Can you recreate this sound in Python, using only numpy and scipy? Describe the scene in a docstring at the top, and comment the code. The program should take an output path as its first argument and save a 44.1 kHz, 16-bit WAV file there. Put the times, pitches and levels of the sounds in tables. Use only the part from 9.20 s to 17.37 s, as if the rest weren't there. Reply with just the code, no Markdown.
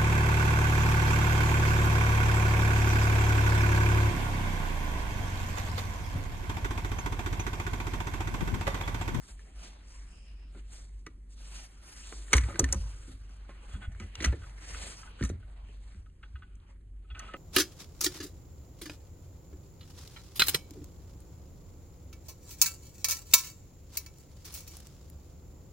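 """A rifle with a wooden stock is handled over a wooden workbench in a quiet room.
Bursts of tiny impacts ring its metal parts (clacks, ticks) and the wood (knocks); slips make a knob creak.
The bench thumps as short low swings and trembles as low noise; sleeves and hands rustle as shaped noise.
A low machine hum, faint room noise and a short thin hiss lie below, with echoes from feedback delays.
Two microphone ports hear the treble out of step."""
import sys
import numpy as np
from scipy import signal
from scipy.fft import rfft, irfft, next_fast_len
from scipy.io import wavfile

SR = 44100
rng = np.random.default_rng(int(sys.argv[2]) if len(sys.argv) > 2 else 0)


def to_wav(sig):
    """Store sig (one row per channel, or 1-D mono) as 16-bit WAV at the path in sys.argv[1].

    Samples outside -1..1 are clipped; the rate is SR.
    """
    pcm = np.clip(np.atleast_2d(sig), -1, 1) * 32767
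    pcm = np.round(pcm).astype(np.int16)
    wavfile.write(sys.argv[1], SR, pcm.T)  # frames by channels


def ratio(d):
    """dB to gain"""
    e = np.asarray(d, float) / 20
    return 10 ** e


N = 360297   # length in samples

# Pushes on the bench top, which swings.
# Each row: start in seconds, level in dB, swing frequency in Hz, fall time in seconds (to 1/e).
BENCH_PUSHES = [(3.146, -16, 61.2, 0.059), (3.231, -26.5, 60.3, 0.055), (3.396, -26.5, 106, 0.02),
                (3.424, -22.5, 64.3, 0.06), (3.494, -24.5, 73.5, 0.022), (3.553, -28.5, 66, 0.034),
                (3.589, -32.5, 50.4, 0.12), (3.894, -40.5, 64.7, 0.039), (4.535, -29.5, 65.7, 0.027),
                (4.674, -24, 61, 0.0074), (4.82, -37, 80.6, 0.037), (4.98, -37, 68, 0.14),
                (5.051, -36, 61, 0.024), (5.067, -19.5, 62.7, 0.047), (5.099, -28, 60, 0.013),
                (5.5, -45, 73.4, 0.17), (6.014, -25.5, 100, 0.013), (6.027, -24, 59.7, 0.037),
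                (6.098, -30, 86.8, 0.038), (6.769, -39.5, 70.3, 0.03), (7.137, -35.5, 60.6, 0.027),
                (7.907, -38.5, 62, 0.039)]


def rms_one(x):
    """Scales a sound to an average strength (rms) of 1."""
    return x / np.sqrt(np.mean(x ** 2) + 1e-20)


def peak_one(x):
    """Scales a sound so that its highest peak is 1."""
    return x / (np.abs(x).max() + 1e-20)


def add(out, start_s, x):
    """Mixes a short sound into a long one at a given time."""
    i = round(start_s * SR)
    out[i:i + len(x)] += x[:N - i]


def band_pass(x, low_hz, high_hz):
    """Keeps the range between two frequencies and steeply weakens the rest."""
    return signal.sosfilt(signal.butter(3, [low_hz, high_hz], "band", fs=SR, output="sos"), x)


def at_hz(points, hz):
    """Reads a curve between its points, along a logarithmic frequency axis."""
    points_hz, values = np.transpose(points)
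    return np.interp(np.log(hz), np.log(points_hz), values)


def drift(rate_hz):
    """Slow random wandering with rms 1: noise smoothed twice, computed at every 40th sample."""
    r = np.exp(-2 * np.pi * rate_hz * 40 / SR)
    noise = rng.standard_normal(N // 40 + 2002)
    slow = signal.lfilter([1], [1, -2 * r, r * r], noise)[2000:]   # skip the settling
    return np.interp(np.arange(N) / 40, np.arange(len(slow)), rms_one(slow))


def resonate(x, hz, width_hz):
    """Rings at one frequency, as a two-pole resonance with gain 1 on top; narrower rings longer."""
    r = np.exp(-np.pi * width_hz / SR)
    top = (1 - r * r) / 2
    return signal.lfilter([top, 0, -top], [1, -2 * r * np.cos(2 * np.pi * hz / SR), r * r], x)


def chatter(t, rise_s, t60, tail_db, share):
    """Tiny uneven impacts that build up to a blow, die fast and leave a weak rattling tail."""
    grains = rng.standard_normal(len(t)) * ratio(2.99 * np.minimum(rng.exponential(1, len(t)), 5))
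    grains *= np.where(rng.random(len(t)) < share, 1, .15)   # only this share of contacts stands out
    grains[round(rise_s * SR)] = ratio(17.5)   # the main blow
    after = np.maximum(t - rise_s, 0)
    build_up = np.minimum(t / rise_s, 1) ** 1.3
    return grains * build_up * (ratio(-60 * after / t60) + ratio(tail_db - 60 * after / 0.21))


def strike(force, modes, best_hz, falloff_db, focus_db):
    """Rings every mode; the point of contact favours one mode and its neighbours, chance adds the rest."""
    hz, db, ring_s = np.transpose(modes)
    away = np.abs(np.log2(hz / best_hz))   # distance in octaves
    db = db - falloff_db * away + focus_db * (away == away.min()) + rng.normal(0, 1.4, len(hz))
    # a long ring needs a narrow resonance
    return np.array([ratio(g) * rms_one(resonate(force, f, 2.4 / ring)) for f, g, ring in zip(hz, db, ring_s)])


def clacks():
    """Metal on metal: the receiver clacks, the small steel parts tick on top."""
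    # Metal contacts. Each row: start in seconds, clack peak in dB, steel tick peak in dB,
    # best struck mode in Hz, time in seconds for the impacts to fall by 60 dB.
    contacts = [(0.191, -48.5, -53, 1750, 0.053), (1.347, -53, -68, 1350, 0.18),
                (1.8624, -38, -38.5, 1960, 0.048), (1.865, -37.5, -68, 1300, 0.028),
                (2.923, -35.5, -56, 1310, 0.023), (3.08, -46, -64.5, 1820, 0.034),
                (3.121, -38.5, -34.5, 2103, 0.039), (3.129, -13, -32, 850, 0.014),
                (3.1299, -9.5, -6, 2165, 0.023), (3.1336, -12, -13, 1790, 0.012),
                (3.1356, -11, -20, 2165, 0.015), (3.136, -19.5, -29, 1070, 0.0098),
                (3.151, -32.5, -38.5, 1290, 0.044), (3.165, -31, -16, 1500, 0.042),
                (3.158, -35, -48.5, 1790, 0.018), (3.179, -19, -20, 2165, 0.017),
                (3.207, -38, -37.5, 1950, 0.079), (3.235, -35, -53, 2000, 0.041),
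                (3.284, -38.5, -55, 1166, 0.3), (3.342, -37.5, -56.5, 1900, 0.049),
                (3.355, -32, -45, 1560, 0.024), (3.389, -37, -43, 900, 0.016),
                (3.392, -25.5, -8, 4180, 0.023), (3.394, -25, -28.5, 1225, 0.026),
                (3.44, -23, -21, 1790, 0.028), (3.487, -40, -40.5, 2230, 0.028),
                (3.524, -39, -10.5, 4240, 0.023), (3.527, -29, -28.5, 1500, 0.025),
                (3.531, -28.5, -46.5, 1070, 0.019), (3.543, -39.5, -30.5, 1250, 0.01),
                (3.879, -57, -63, 1270, .09), (4.091, -58, -54, 1145, 0.067),
                (4.291, -44.5, -72, 1146, 0.29), (4.717, -52, -54, 1790, 0.06),
                (4.747, -48, -64, 1550, .03), (4.797, -39, -39.5, 2165, 0.032),
                (4.8, -40, -60, 1225, 0.037), (4.952, -32, -30, 2650, 0.012),
                (5.001, -30, -40, 1960, 0.095), (5.004, -34, -60, 4200, 0.033),
                (5.021, -33.5, -31, 2050, 0.098), (5.04, -22.5, -26, 1700, 0.0068),
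                (5.043, -17.5, -18.5, 1960, 0.052), (5.046, -25.5, -41, 4170, 0.028),
                (5.056, -28, -26.5, 1400, 0.03), (5.122, -40.5, -66, 1750, 0.1),
                (5.293, -48, -49.5, 1270, 0.033), (6.007, -37.5, -55.5, 1550, 0.087),
                (6.024, -28.5, -34, 1790, 0.022), (6.026, -37, -54, 4170, .025),
                (6.051, -44, -60, 3850, 0.037), (6.035, -34.5, -28.5, 1225, 0.03),
                (6.047, -40, -28, 1750, 0.038), (6.09, -49, -39, 1960, 0.057),
                (6.097, -42, -63, 1400, 0.027), (6.098, -49, -60, 3850, .03), (6.297, -59, -78, 1960, .015),
                (6.484, -56, -71, 1790, .015), (6.744, -53, -76, 1550, .015), (6.896, -63, -72, 2820, .02),
                (7.352, -74, -54, 1436, 0.0098), (7.399, -60.5, -76.5, 3300, 0.027),
                (7.489, -64.5, -78.5, 1790, 0.026), (7.991, -41.5, -30, 4400, 0.03),
                (8.136, -55, -48, 1340, 0.017)]
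    # Ways in which receiver and bolt ring.
    # Each row: frequency in Hz, relative level in dB, approximate ring time in seconds (60 dB fall).
    rifle_modes = [(883, -9.5, 0.064), (1070, -5.5, .07), (1250, -3, 0.046), (1400, -1.5, 0.052),
                   (1550, 2.5, 0.018), (1790, 0.5, 0.03), (1960, -0.5, 0.03), (2165, 0.5, 0.028),
                   (2420, -9.5, 0.021), (2820, 0, 0.024), (3120, -12.5, 0.059), (3460, -0.5, 0.023),
                   (3850, -2, 0.032), (4170, -2, 0.032), (4400, -6, 0.032), (4930, -9.5, 0.00068),
                   (6080, 8, 0.026), (6054, -12.5, 0.01), (6250, -1.5, 0.0089), (6770, 2.5, 0.0087),
                   (7420, -3, 0.0055), (7950, 0.5, .008), (8494, 2, 0.0062), (9100, -4, 0.0028),
                   (9500, 3.5, 0.004), (10440, 7.5, 0.0072), (11100, -11.5, .004)]
    steel_above_hz, rise_s = 4600, .0025
    out, t = np.zeros(N), np.arange(SR // 5) / SR
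    steel = np.array(rifle_modes)[:, 0] > steel_above_hz
    for start_s, peak_db, steel_db, best_hz, t60 in contacts:
        force = chatter(t, rise_s, t60, tail_db=-32.0, share=.3)
        rings = strike(force, rifle_modes, best_hz, falloff_db=16.0, focus_db=8.0)
        clack = band_pass(rings[~steel].sum(axis=0), 990, 10000)
        tick = band_pass(rings[steel].sum(axis=0), 5300, 14000)
        add(out, start_s, ratio(peak_db) * peak_one(clack))
        add(out, start_s, ratio(steel_db) * peak_one(tick))
    return out


def knocks():
    """Soft blows into the wood; blows on deeper modes build up more slowly."""
    # Knocks on stock and bench. Each row: start in seconds, peak in dB, best struck mode in Hz,
    # time in seconds for the impacts to fall by 60 dB.
    blows = [(1.347, -50, 545, 0.03), (1.352, -48.5, 320, 0.11), (1.864, -42, 322, 0.058),
             (2.921, -40.5, 470, 0.051), (3.13, -29.5, 190, 0.082), (3.1325, -21, 447, 0.025),
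             (3.161, -44, 237.8, 0.07), (3.177, -34, 243, 0.046), (3.284, -35.5, 481.5, 0.3),
             (3.337, -38.5, 330, 0.11), (3.391, -25, 545, 0.012), (3.393, -24, 425, 0.047),
             (3.402, -23.5, 359, .035), (3.419, -41, 252, 0.21), (3.427, -26.5, 265, 0.044),
             (3.528, -32, 545, 0.12), (3.541, -35.5, 215, 0.14), (3.876, -45, 253, 0.22),
             (4.093, -57, 225, 0.021), (4.291, -39, 570, 0.045), (4.542, -41, 165, 0.14),
             (4.685, -49.5, 160, 0.041), (4.798, -40, 226, 0.2), (5.005, -33, 330, 0.09),
             (5.024, -35.5, 318, 0.024), (5.042, -32, 235, 0.071), (5.056, -29, 191, 0.066),
             (5.125, -32.5, 425, 0.064), (5.138, -37.5, 291.3, 0.11), (6.007, -26.5, 245, 0.16),
             (6.024, -27.5, 215, 0.059), (6.033, -38, 191, 0.048), (6.097, -29, 362, 0.021),
             (6.11, -35.5, 211, 0.061), (6.49, -51.5, 425, 0.11), (6.742, -48.5, 200, 0.038),
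             (6.781, -53.5, 200, 0.058), (7.49, -60.5, 545, .1), (8.139, -34.5, 495, 0.021)]
    # Ways in which stock and bench ring.
    # Each row: frequency in Hz, relative level in dB, approximate ring time in seconds (60 dB fall).
    wood_modes = [(165, 0.5, 0.021), (200, 6, 0.085), (265, 1, 0.12), (320, 0.5, 0.083), (358, -2, 0.073),
                  (425, -7.5, 0.059), (545, -9.5, 0.12), (721, -8, 0.025), (833, -1, 0.015)]
    rise_cycles = 1
    out, t = np.zeros(N), np.arange(SR // 4) / SR
    for start_s, peak_db, best_hz, t60 in blows:
        force = chatter(t, rise_cycles / best_hz, t60, tail_db=-19.0, share=.08)
        rings = strike(force, wood_modes, best_hz, falloff_db=9.5, focus_db=8.0)
        knock = band_pass(rings.sum(axis=0), 82, 1.66 * best_hz)   # a soft contact reaches no higher
        add(out, start_s, ratio(peak_db) * peak_one(knock))
    return out


def creaks():
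    """Dense uneven slips ring the knob while it slides under the fingers, then die away."""
    # Slides. Each row: start in seconds, peak in dB, best rubbed mode in Hz, sliding time in seconds.
    slides = [(4.51, -49, 3350, 0.051), (4.534, -47, 1485, 0.028), (4.612, -41.5, 1485, 0.044),
              (4.613, -50, 3350, 0.048), (4.805, -48, 2020, 0.028), (5.218, -48, 1485, 0.0022),
              (5.23, -46, 1485, 0.017), (5.54, -38.5, 1485, 0.0094), (5.829, -41, 1290, 0.0057),
              (5.871, -45.5, 1485, 0.0033), (5.985, -44.5, 1592, .02), (6.225, -55, 1426, 0.0049),
              (6.859, -57.5, 1383, 0.006), (7.007, -68, 1295, 0.0084), (7.028, -42.5, 1485, 0.0097),
              (7.03, -46.5, 2800, 0.0057), (7.055, -58, 1610, .004), (7.154, -44, 1485, 0.0069),
              (7.156, -52.5, 2800, .012), (7.218, -44, 1485, 0.014), (7.839, -65.5, 1290, 0.018),
              (7.884, -64, 1290, 0.0095), (7.9, -44, 3350, 0.014), (7.945, -40, 2400, 0.007),
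              (7.95, -44, 1490, 0.037), (7.994, -37, 1870, 0.0091), (8, -44.5, 1290, 0.04),
              (8.006, -55, 3350, .03), (8.021, -47, 2310, 0.049), (8.048, -54, 3350, 0.013),
              (8.066, -50, 2800, 0.017), (8.081, -42, 1290, 0.02), (8.107, -48.5, 1790, 0.022),
              (8.135, -44, 2800, .002), (8.135, -30.5, 1810, 0.0015), (8.141, -36, 1280, 0.002)]
    # Ways in which the knob rings.
    # Each row: frequency in Hz, relative level in dB, approximate ring time in seconds (60 dB fall).
    knob_modes = [(839, -3, 0.08), (1290, 3.5, 0.052), (1485, 2.5, 0.047), (1810, -4, 0.036),
                  (2020, -6, 0.085), (2310, -9.5, 0.025), (2544, -1.5, 0.05), (2800, -1, 0.03),
                  (3350, -1.5, 0.077), (4220, -16, 0.027), (4470, -7, 0.034)]
    rise_s, t60, slips_per_s = 0.0022, 0.024, 4500
    out, t = np.zeros(N), np.arange(SR // 3) / SR
    for start_s, peak_db, best_hz, slide_s in slides:
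        sizes = ratio(4.0 * np.minimum(rng.exponential(1, len(t)), 4)) * rng.choice([-1, 1], len(t))
        slips = sizes * (rng.random(len(t)) < slips_per_s / SR)
        slips *= np.minimum(t / rise_s, 1) * ratio(-60 * np.maximum(t - slide_s, 0) / t60)
        rings = strike(slips + 1e-12, knob_modes, best_hz, falloff_db=3.5, focus_db=8.5)
        add(out, start_s, ratio(peak_db) * peak_one(band_pass(rings.sum(axis=0), 910, 3530)))
    return out


def thumps():
    """The bench makes a few low swings that build up and are damped by hands and rifle."""
    rise_cycles = 0.72
    out, t = np.zeros(N), np.arange(SR // 2) / SR
    for start_s, level_db, hz, fall_s in BENCH_PUSHES:
        rise_s = rise_cycles / hz
        swell = np.sin(np.pi / 2 * np.minimum(t / rise_s, 1)) ** 2
        swell *= np.exp(-(np.maximum(t - rise_s, 0) / fall_s) ** 2)
        add(out, start_s, -ratio(level_db) * swell * np.sin(2 * np.pi * hz * t))
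    return out


def tremble():
    """Low noise in the bench top: dying away after each push, faint once the rifle rests on it."""
    below_push_db, t60 = -15, 0.44
    lean_from_s, lean_db = 3.04, -60.5
    t = np.arange(N) / SR
    level = ratio(lean_db) * np.clip((t - lean_from_s) / .1, 0, 1)
    short = t[:SR]
    for start_s, push_db, _, _ in BENCH_PUSHES:
        fall = ratio(push_db + below_push_db - 60 * short / t60)
        add(level, start_s, fall * np.minimum(short / 0.012, 1))
    return level * rms_one(band_pass(rng.standard_normal(N), 55, 110))


def banded_noise(spectrum, low_hz, patchy_db):
    """Half-octave bands of stereo noise, each with its own level, flicker and left-right likeness; rms 1."""
    # How alike left and right are. Each row: frequency in Hz, likeness (0 unrelated, 1 the same).
    likeness = [(100, 1.0), (300, 0.78), (800, 0.012), (2000, 0.31), (3400, 0.081), (5400, 0.99),
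                (8000, 0.97), (11000, 1)]
    out, edges = 0, 13000 / 2 ** np.arange(0, 9.6, .5)
    white = rng.standard_normal((2, 2, N))   # neighbouring bands take turns with two noise pairs
    for k, (high, low) in enumerate(zip(edges, edges[1:])):
        if low > low_hz:
            band = signal.butter(4, [low, high], "band", fs=SR, output="sos")
            mid, side = signal.sosfilt(band, white[k % 2])
            hz = np.sqrt(low * high)
            alike = np.clip(at_hz(likeness, hz), 0, 1)
            gain = ratio(at_hz(spectrum, hz) + patchy_db * (drift(3.9) + 0.49 * drift(36.0)))
            out = out + gain * (np.sqrt(1 + alike) * mid + np.sqrt(1 - alike) * side * [[1], [-1]])
    return rms_one(out)


def rustle():
    """Cloth hisses bright, skin on wood rubs duller; sweeps swell and fade over a restless background."""
    # Sleeves and hands sweeping past. Each row: loudest moment in seconds, swell time in seconds,
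    # fade time in seconds, bright cloth level in dB, dull skin level in dB.
    sweeps = [(0.09, 0.13, 0.084, -54, -61), (0.45, 0.14, 0.14, -55, -55), (0.68, 0.077, 0.59, -63.5, -69),
              (1.39, 0.071, 0.054, -69, -59.5), (1.54, 0.092, 0.18, -55.5, -61),
              (2.14, 0.062, 0.018, -63.5, -89), (2.24, 0.11, 0.14, -57, -61),
              (2.391, 0.19, 0.11, -47, -54.5), (2.688, 0.11, 1, -52.5, -58),
              (3.148, 0.039, 0.073, -44, -36.5), (3.29, 0.21, 0.21, -57, -51.5),
              (3.41, 0.044, 0.21, -64.5, -48.5), (3.53, 0.21, 0.65, -56, -57),
              (3.879, 0.028, 0.15, -61.5, -67), (4.17, 0.2, 0.018, -68.5, -84.5),
              (4.532, 0.16, 0.076, -62.5, -57), (4.64, 0.059, 0.037, -66.5, -53.5),
              (4.839, 0.12, 0.076, -62, -57), (5.059, 0.14, 0.077, -57, -43.5),
              (5.25, 0.053, 0.16, -60.5, -67), (5.63, 0.3, 0.27, -45.5, -48.5),
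              (6.05, 0.076, 0.086, -53, -51.5), (6.331, 0.049, 0.024, -74, -72),
              (6.539, 0.18, 0.13, -73, -66), (6.71, 0.16, 0.18, -77, -63.5),
              (7.051, 0.052, 0.052, -84, -71), (7.499, 0.045, 0.082, -79, -73.5),
              (8.02, 0.098, 0.21, -66.5, -55)]
    # The hands are never quite still. Each row: time in seconds, cloth level in dB, skin level in dB.
    fidget = [(0, -68, -63), (0.9, -74, -65), (1.201, -77, -67.5), (1.75, -71.5, -73.5),
              (2.052, -82.5, -78), (2.55, -64.5, -64), (3.05, -74, -59.5), (3.801, -89, -74),
              (4.301, -72, -65), (4.9, -75.5, -66), (5.15, -68, -62), (5.951, -85, -59.5),
              (6.2, -78.5, -71.5), (6.45, -83, -66), (6.75, -73.5, -75), (6.9, -86.5, -77),
              (7.2, -80.5, -72), (7.601, -96.5, -78.5), (7.85, -84.5, -75.5), (8.17, -74.5, -56.5)]
    # Tone of cloth. Each row: frequency in Hz, relative level in dB per Hz.
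    cloth_spectrum = [(300, -24), (1000, -6.5), (2500, -4.5), (4000, -2.5), (6000, 2.5), (8000, 1),
                      (11000, -4)]
    # Tone of skin on wood. Each row: frequency in Hz, relative level in dB per Hz.
    skin_spectrum = [(150, 3.5), (400, 0), (1000, 0), (2500, -2), (4000, -9.5), (6000, -24), (9000, -38.5)]
    edge_db = 24.5   # loss one swell time before or one fade time after the top
    waver_db, grain_db = 1.5, 1.5   # slow unevenness of the fidgeting, fast unevenness of the rubbing
    t = np.arange(N) / SR
    s, *still_db = np.transpose(fidget)
    power = np.array([ratio(np.interp(t, s, db) + waver_db * drift(0.85)) ** 2 for db in still_db])
    for top_s, swell_s, fade_s, cloth_db, skin_db in sweeps:
        near = slice(max(int((top_s - 2 * swell_s) * SR), 0), int((top_s + 2 * fade_s) * SR))
        away = np.maximum((top_s - t[near]) / swell_s, (t[near] - top_s) / fade_s)
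        power[:, near] += ratio(np.array([[cloth_db], [skin_db]]) - edge_db * away ** 1.71) ** 2
    cloth, skin = np.sqrt(power) * ratio(grain_db * drift(28.0))
    cloth_noise = banded_noise(cloth_spectrum, 280, patchy_db=2.5)
    skin_noise = banded_noise(skin_spectrum, 140, patchy_db=2.5)
    return cloth * cloth_noise + skin * skin_noise


def room(x):
    """Echoes from six feedback delays a side, weaker and duller on every round."""
    t60, wall_cut_hz = 0.41, 5600
    size = next_fast_len(N + SR)
    z = np.exp(-2j * np.pi * np.arange(size // 2 + 1) / size)   # a delay of one sample
    dull = np.exp(-2 * np.pi * wall_cut_hz / SR)
    out = np.zeros((2, size // 2 + 1), complex)
    for k, lag_s in enumerate(np.geomspace(.004, .023, 12)):
        loop = ratio(-60 * lag_s / t60) * (1 - dull) / (1 - dull * z) * z ** round(lag_s * SR)
        out[k % 2] += loop / (1 - loop) * (-1) ** (k // 2)
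    return irfft(out * rfft(x, size), size)[:, :N]


def side_hiss():
    """A short stretch of thin noise in two bands, unrelated at the two ports."""
    start_s, end_s, edge_s = 0.82, 1.37, 0.12
    bands = [(2350, 3050, -70.5), (4780, 5470, -73.5)]   # low Hz, high Hz, dB
    t = np.arange(N) / SR
    level = np.clip(np.minimum(t - start_s, end_s - t) / edge_s, 0, 1) * ratio(2.0 * drift(5.4))
    white = rng.standard_normal((2, N))
    return level * sum(ratio(db) * rms_one(band_pass(white, low, high)) for low, high, db in bands)


def hum():
    """A machine hum: a steady low tone that wavers through noise in a narrow resonance."""
    hz, width_hz, steady_db, waver_db = 48.65, 6.8, -49, -53
    steady = np.sqrt(2) * np.sin(2 * np.pi * hz * np.arange(N) / SR)
    noise = rng.standard_normal(N + SR)
    waver = resonate(resonate(noise, hz, width_hz), hz, 2 * width_hz)[SR:]   # skip the settling
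    return ratio(steady_db) * steady + ratio(waver_db) * rms_one(waver)


def room_noise():
    """Faint noise of the room, strongest in the bass and nearly even in time."""
    # Tone of the room noise. Each row: frequency in Hz, relative level in dB per Hz.
    air_spectrum = [(20, 6.5), (40, 3), (70, 4), (110, -9.5), (200, -11.5), (400, -19.5), (800, -46.5),
                    (2000, -43.5), (4000, -52), (8000, -45.5), (11000, -43)]
    return ratio(-56.5) * banded_noise(air_spectrum, 15, patchy_db=-0.5)


def scene():
    """Rifle, bench and hands close by, hum and room noise all around."""
    rifle = clacks() + knocks() + creaks()
    close = rifle * ratio(np.array([[-.4], [.4]]))   # dB: slightly louder on the right
    echoes = ratio(-27) * room(band_pass(rifle, 200.0, 4800))
    bench = thumps() + tremble()
    return close + echoes + bench + rustle() + side_hiss() + hum() + room_noise()


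def roll_off(x):
    """The treble ends steeply here."""
    return signal.sosfilt(signal.butter(12, 12100, fs=SR, output="sos"), x)


def record(dry):
    """The two ports drift apart in phase and a little in level toward the treble; the top is cut."""
    # How far the left port is ahead. Each row: frequency in Hz, phase lead in radians.
    left_lead = [(0, 0), (2000, .3), (2500, 1.0), (3400, 1.4), (4100, 1.0), (4650, 2.3), (4950, 2.95),
                 (5900, 3.4), (6300, 4.7), (7400, 6.1), (9400, 6.7), (10700, 9.3), (13000, 9.5)]
    # How much louder the left port is. Each row: frequency in Hz, left minus right in dB.
    left_gain = [(0, 0), (90, 0), (200, -0.5), (500, -1), (1500, 0), (3400, 0), (4600, -1.5), (5400, 0),
                 (13000, 1.5)]
    size = next_fast_len(N + 4096)
    hz = np.arange(size // 2 + 1) * SR / size
    # each port takes half of the difference, in opposite directions
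    half_lead = np.interp(hz, *np.transpose(left_lead)) / 2
    half_gain = np.log(ratio(np.interp(hz, *np.transpose(left_gain)) / 2))
    turn = np.exp((half_gain + 1j * half_lead) * [[1], [-1]])
    ports = irfft(rfft(dry, size) * turn, size)[:, :N]
    top_cut = signal.cheby2(18, 60, 12350, fs=SR, output="sos")   # 60 dB down from 12350 Hz up
    mix = signal.sosfilt(top_cut, ports)
    return roll_off(mix)


dry = scene()
out = record(dry)
to_wav(out)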